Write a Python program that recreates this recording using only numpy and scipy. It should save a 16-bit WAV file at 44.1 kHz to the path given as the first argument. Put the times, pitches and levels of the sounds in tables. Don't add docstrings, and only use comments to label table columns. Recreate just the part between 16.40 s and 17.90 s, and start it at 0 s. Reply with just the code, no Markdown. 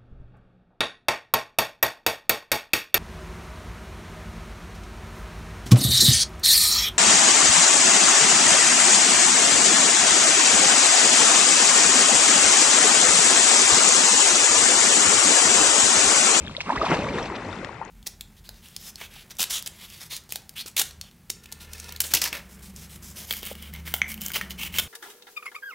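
import sys
import numpy as np
from scipy import signal
from scipy.fft import rfft, irfft, next_fast_len
from scipy.io import wavfile
from scipy.ndimage import map_coordinates

SR = 44100
rng = np.random.default_rng(int(sys.argv[2]) if len(sys.argv) > 2 else 0)


def put_to_file(sound):
    columns = np.atleast_2d(sound).T
    safe = np.clip(columns, -1, 1)
    whole_steps = np.round(safe * 32767)
    wavfile.write(sys.argv[1], SR, whole_steps.astype(np.int16))


N = 66150


def amp(db):
    return 10 ** (np.asarray(db) / 20)


def unit(x):
    return x / np.sqrt(np.mean(x ** 2) + 1e-20)


def curves(rows):
    times, *columns = np.transpose(rows)
    return np.array([np.interp(np.arange(N) / SR, times, column) for column in columns])


def filtered(x, response):
    size = next_fast_len(N + 8192)
    gain = response(np.fft.rfftfreq(size, 1 / SR))
    return irfft(rfft(x, size) * gain, size)[..., :N]


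def coloured(x, points):
    f, db = np.transpose(points)
    return filtered(x, lambda hz: amp(np.interp(np.log(hz + 1), np.log(f), db)))


def add(out, s, sound):
    part = out[max(0, round(s * SR)):][:len(sound)]
    part += sound[:len(part)]


def tremble(hz, size):
    roughness = 0.26
    knots = np.arange(size) * hz / SR
    return 1 + roughness * map_coordinates(rng.standard_normal(size), [knots])


def bubble(t, hz, cycles):
    phase_rise, sharpness = 0.01, 1.5
    u = t * hz / cycles
    swell = (u * np.exp(1 - u)) ** sharpness
    return swell * np.sin(2 * np.pi * hz * t * (1 + phase_rise * (u - 1)))


def plops(rows):
    out, t = np.zeros(N), np.arange(SR // 6) / SR
    for s, hz, db, cycles in rows:
        add(out, s, amp(db) * bubble(t, hz, cycles) * tremble(hz, len(t)))
    return out


def swarm(level, colour, hz, spread, cycles, scatter_db, wash_db, count, size):
    when, pitch, life, strength = rng.random((count, 4)).T[:, :, None]
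    grain_hz = hz * 2 ** (spread * (2 * pitch - 1))
    grains = bubble(np.arange(size) / SR, grain_hz, cycles * (.5 + life))
    grains = grains * amp(scatter_db * strength ** 2)
    starts = ((np.arange(count)[:, None] + 2 * when) * N / count).astype(int)
    cloud = np.bincount((starts + np.arange(size)).ravel(), grains.ravel(), N)[:N]
    wash = unit(coloured(rng.standard_normal(N), colour))
    water = unit(coloured(cloud, colour)) + amp(wash_db) * wash
    return unit(water) * amp(curves(level)[0])


def air_pockets():
    # (time [s], pitch [Hz], peak level before trembling [dB], time to peak [cycles])
    pocket_rows = [(.0655, 3600, -29.5, 2.2), (.0738, 1600, -30.5, 1.75), (.080, 3210, -28.5, 3),
                   (.0955, 1180, -30.5, 1.36), (.1498, 2010, -28, 2.8), (.1668, 3670, -18, 2.2),
                   (.1798, 568, -27.5, 1.54), (.2048, 2286, -19.5, 2.4), (.211, 2740, -21, 2.8),
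                   (.261, 1060, -31.5, 4.1), (.2932, 1080, -16, 1.24), (.3005, 932, -11.5, 2.24),
                   (.305, 1690, -23, 3), (.321, 855, -19, 1.5), (.3275, 1047, -23.5, 3.5),
                   (.4135, 1200, -14.5, 4.5), (.515, 1340, -17.5, 1.3), (.5215, 744, -12.5, 1.1),
                   (.523, 1930, -21, 3.5), (.5355, 594, -21, 2.7), (.6672, 1095, -23, 2.1),
                   (.687, 2250, -21.5, 4), (.7835, 1710, -22, 2.6), (.8255, 3230, -30, 4),
                   (.8295, 5470, -32, 4.6), (.8985, 964, -24, 2), (.9215, 1240, -29, 2.9),
                   (1.0485, 4130, -39, 4), (1.128, 1380, -29, 2.6), (1.1275, 3450, -33.5, 3),
                   (1.2466, 1740, -22.5, 0.98), (1.2468, 6650, -31, 1.2), (1.2922, 944, -26.5, 0.99),
                   (1.4138, 884, -25.5, 2.3), (1.4505, 6400, -40.5, 3.2)]
    return plops(pocket_rows)


def shoves():
    # (time [s], pitch [Hz], peak level before trembling [dB], time to peak [cycles])
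    shove_rows = [(.365, 151, -28, 0.78), (.365, 56, -34, 1.3), (.496, 253, -19.5, 1.1),
                  (.511, 166.7, -22.5, 2.1), (.5165, 298, -14.5, 0.58)]
    return plops(shove_rows)


def gurgles():
    # (time [s], length [s], start pitch [Hz], end pitch [Hz], peak level before trembling [dB])
    glide_rows = [(0.306, 0.064, 245.4, 307, -28.5), (0.352, 0.0206, 856, 1254, -23.5),
                  (0.37, .016, 1378, 2140, -25), (0.426, .028, 537, 816, -22.5),
                  (0.462, 0.0092, 1174, 810, -17), (1.034, 0.12, 91.6, 106.7, -36.5),
                  (1.081, 0.0225, 734, 964, -32.5), (1.29, 0.15, 103.6, 195, -42.5),
                  (1.419, .016, 1010, 840, -32.5)]
    out = np.zeros(N)
    for s, length, start_hz, end_hz, db in glide_rows:
        u = np.linspace(0, 1, int(length * SR))
        shake = tremble(start_hz, SR // 4)[:len(u)]
        glide_hz = start_hz * (end_hz / start_hz) ** u * (1 + shake) / 2
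        phase = 2 * np.pi * np.cumsum(glide_hz) / SR
        add(out, s, amp(db) * np.sin(np.pi * u) * shake * np.sin(phase))
    return out


def churn():
    # (time [s], level [dB])
    churn_level = [(0, -43), (.24, -54.5), (.275, -34), (.33, -42), (.40, -32), (.44, -28), (.475, -41),
                   (.505, -27.5), (.57, -28.5), (.70, -33.5), (.78, -29), (.87, -36), (1.2, -39.5),
                   (1.36, -45.5)]
    # (frequency [Hz], gain [dB])
    churn_colour = [(40, -25), (110, -4.5), (300, 1), (450, 4), (650, 2), (900, -13), (2000, -63)]
    return swarm(churn_level, churn_colour, hz=394.0, spread=1.297, cycles=1.1,
                 scatter_db=12, wash_db=-2.5, count=450, size=1800)


def splash():
    # (time [s], level [dB])
    splash_level = [(.245, -49.5), (.28, -34), (.40, -39), (.45, -29.5), (.49, -30.5), (.525, -20.5),
                    (.555, -30.5), (.72, -37.5), (.785, -32), (.84, -36), (.95, -37), (1.14, -40),
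                    (1.37, -45), (1.5, -45)]
    # (frequency [Hz], gain [dB])
    splash_colour = [(250, -50), (600, -6), (950, -0.5), (1550, -3.5), (2100, -3.5), (2900, -11.5),
                     (6000, -51)]
    return swarm(splash_level, splash_colour, hz=1276, spread=0.937, cycles=1.63,
                 scatter_db=11.5, wash_db=-3.5, count=950, size=800)


def slaps():
    # (time [s], peak level [dB])
    slap_rows = [(0.2113, -20.5), (.7853, -27.5), (1.247, -24.5), (1.4798, -44)]
    t60, low_hz, top_hz = 0.013, 670, 4670
    out, t = np.zeros(N), np.arange(SR // 40) / SR
    band = signal.butter(3, [low_hz, top_hz], 'band', fs=SR, output='sos')
    for s, db in slap_rows:
        crack = signal.sosfilt(band, rng.standard_normal(len(t)) * amp(-60 * t / t60))
        add(out, s, amp(db) * crack / np.abs(crack).max())
    return out


def spatters():
    # (time [s], peak level [dB])
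    handful_rows = [(.205, -23.5), (.355, -24), (.419, -27), (.450, -23), (.460, -25.5), (.502, -23),
                    (.684, -29.5), (0.733, -32.5), (.853, -29), (.953, -28)]
    handful_s, droplet_hz, octaves, cycles = .014, 3040, 0.87, 0.88
    out, t = np.zeros(N), np.arange(SR // 200) / SR
    for s, db in handful_rows:
        patter = np.zeros(SR // 20)
        for when, pitch in zip(rng.random(size=36), rng.uniform(-1.05, 1, size=36)):
            droplet = bubble(t, droplet_hz * 2 ** (octaves * pitch), cycles)
            add(patter, when * handful_s, rng.uniform(-1.12, 1) * droplet)
        add(out, s, amp(db) * patter / np.abs(patter).max())
    return out


def spray():
    # (time [s], level [dB])
    spray_level = [(.12, -49.5), (.22, -48), (.26, -47), (.31, -42.5), (.40, -45), (.455, -38.5),
                   (.485, -40), (.545, -35.5), (.575, -41), (.72, -46.5), (.78, -41), (.91, -50.5),
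                   (.96, -50.5), (1.15, -50), (1.5, -62)]
    # (frequency [Hz], gain [dB])
    spray_colour = [(1000, -11), (2000, -10), (2700, -6.5), (3900, -8.5), (7000, -16), (9000, -19.5),
                    (12000, -44)]
    return swarm(spray_level, spray_colour, hz=4200, spread=1.016, cycles=1.93,
                 scatter_db=21.5, wash_db=-2.5, count=1300, size=300)


def strewn_spray():
    # (frequency [Hz], gain [dB])
    wide_colour = [(1500, -16), (4000, -4.5), (8000, -0.5)]
    return coloured(np.array([spray(), spray()]), wide_colour)


def rumble():
    # (time [s], level [dB])
    rumble_level = [(0, -40), (.11, -39), (.17, -47.5), (.33, -50), (.39, -46), (.54, -35), (.68, -37.5),
                    (.95, -45), (1.25, -45), (1.5, -53)]
    # (frequency [Hz], gain [dB])
    rumble_colour = [(20, -27.5), (36, -7.5), (50, -4), (75, -2), (170, -5), (300, -13.5), (1000, -55.5)]
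    return unit(coloured(rng.standard_normal(N), rumble_colour)) * amp(curves(rumble_level)[0])


def placed(x):
    # (time [s], lead of the right ear [microseconds], left-over-right treble [dB])
    path = [(0, 88, 7.5), (.3, 82.5, -2), (.5, 46.5, 1.5), (.9, 27, 3.5), (1.28, -28, 10)]
    shadow_hz = 690
    lead_us, pan_db = curves(path)
    low = filtered(x, lambda hz: 1 / (1 + (hz / shadow_hz) ** 2))
    treble = x - low
    shift = lead_us * SR / 2e6
    ears = []
    for side in (1, -1):
        tilted = low + treble * amp(side * pan_db / 2)
        ears.append(map_coordinates(tilted, [np.arange(N) - side * shift]))
    return np.array(ears)


def echoes(x, t60):
    t = np.arange(SR // 3) / SR
    tail = rng.standard_normal((2, len(t))) * amp(-60 * t / t60)
    tail = tail / np.linalg.norm(tail, axis=1, keepdims=True)
    return signal.fftconvolve(x[None], tail, axes=1)[:, :N]


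def deck(water):
    # (frequency [Hz], gain [dB])
    deck_colour = [(100, -17.5), (500, -38), (1200, -17.5), (2600, -7.5)]
    return coloured(echoes(water, t60=0.041), deck_colour)


def bank(water):
    return amp(-19) * echoes(water, t60=0.52)


def scene():
    blade = air_pockets() + shoves() + gurgles() + churn() + splash()
    drops = slaps() + spatters() + amp(-0.5) * spray()
    water = blade + drops + rumble()
    return placed(water) + strewn_spray() + deck(water) + bank(water)


def record(dry):
    # (frequency [Hz], gain [dB])
    mic_colour = [(8000, 0), (12000, -3.5)]
    top_hz = 12554
    return filtered(coloured(dry, mic_colour), lambda hz: hz < top_hz)


dry = scene()
out = record(dry)
put_to_file(out)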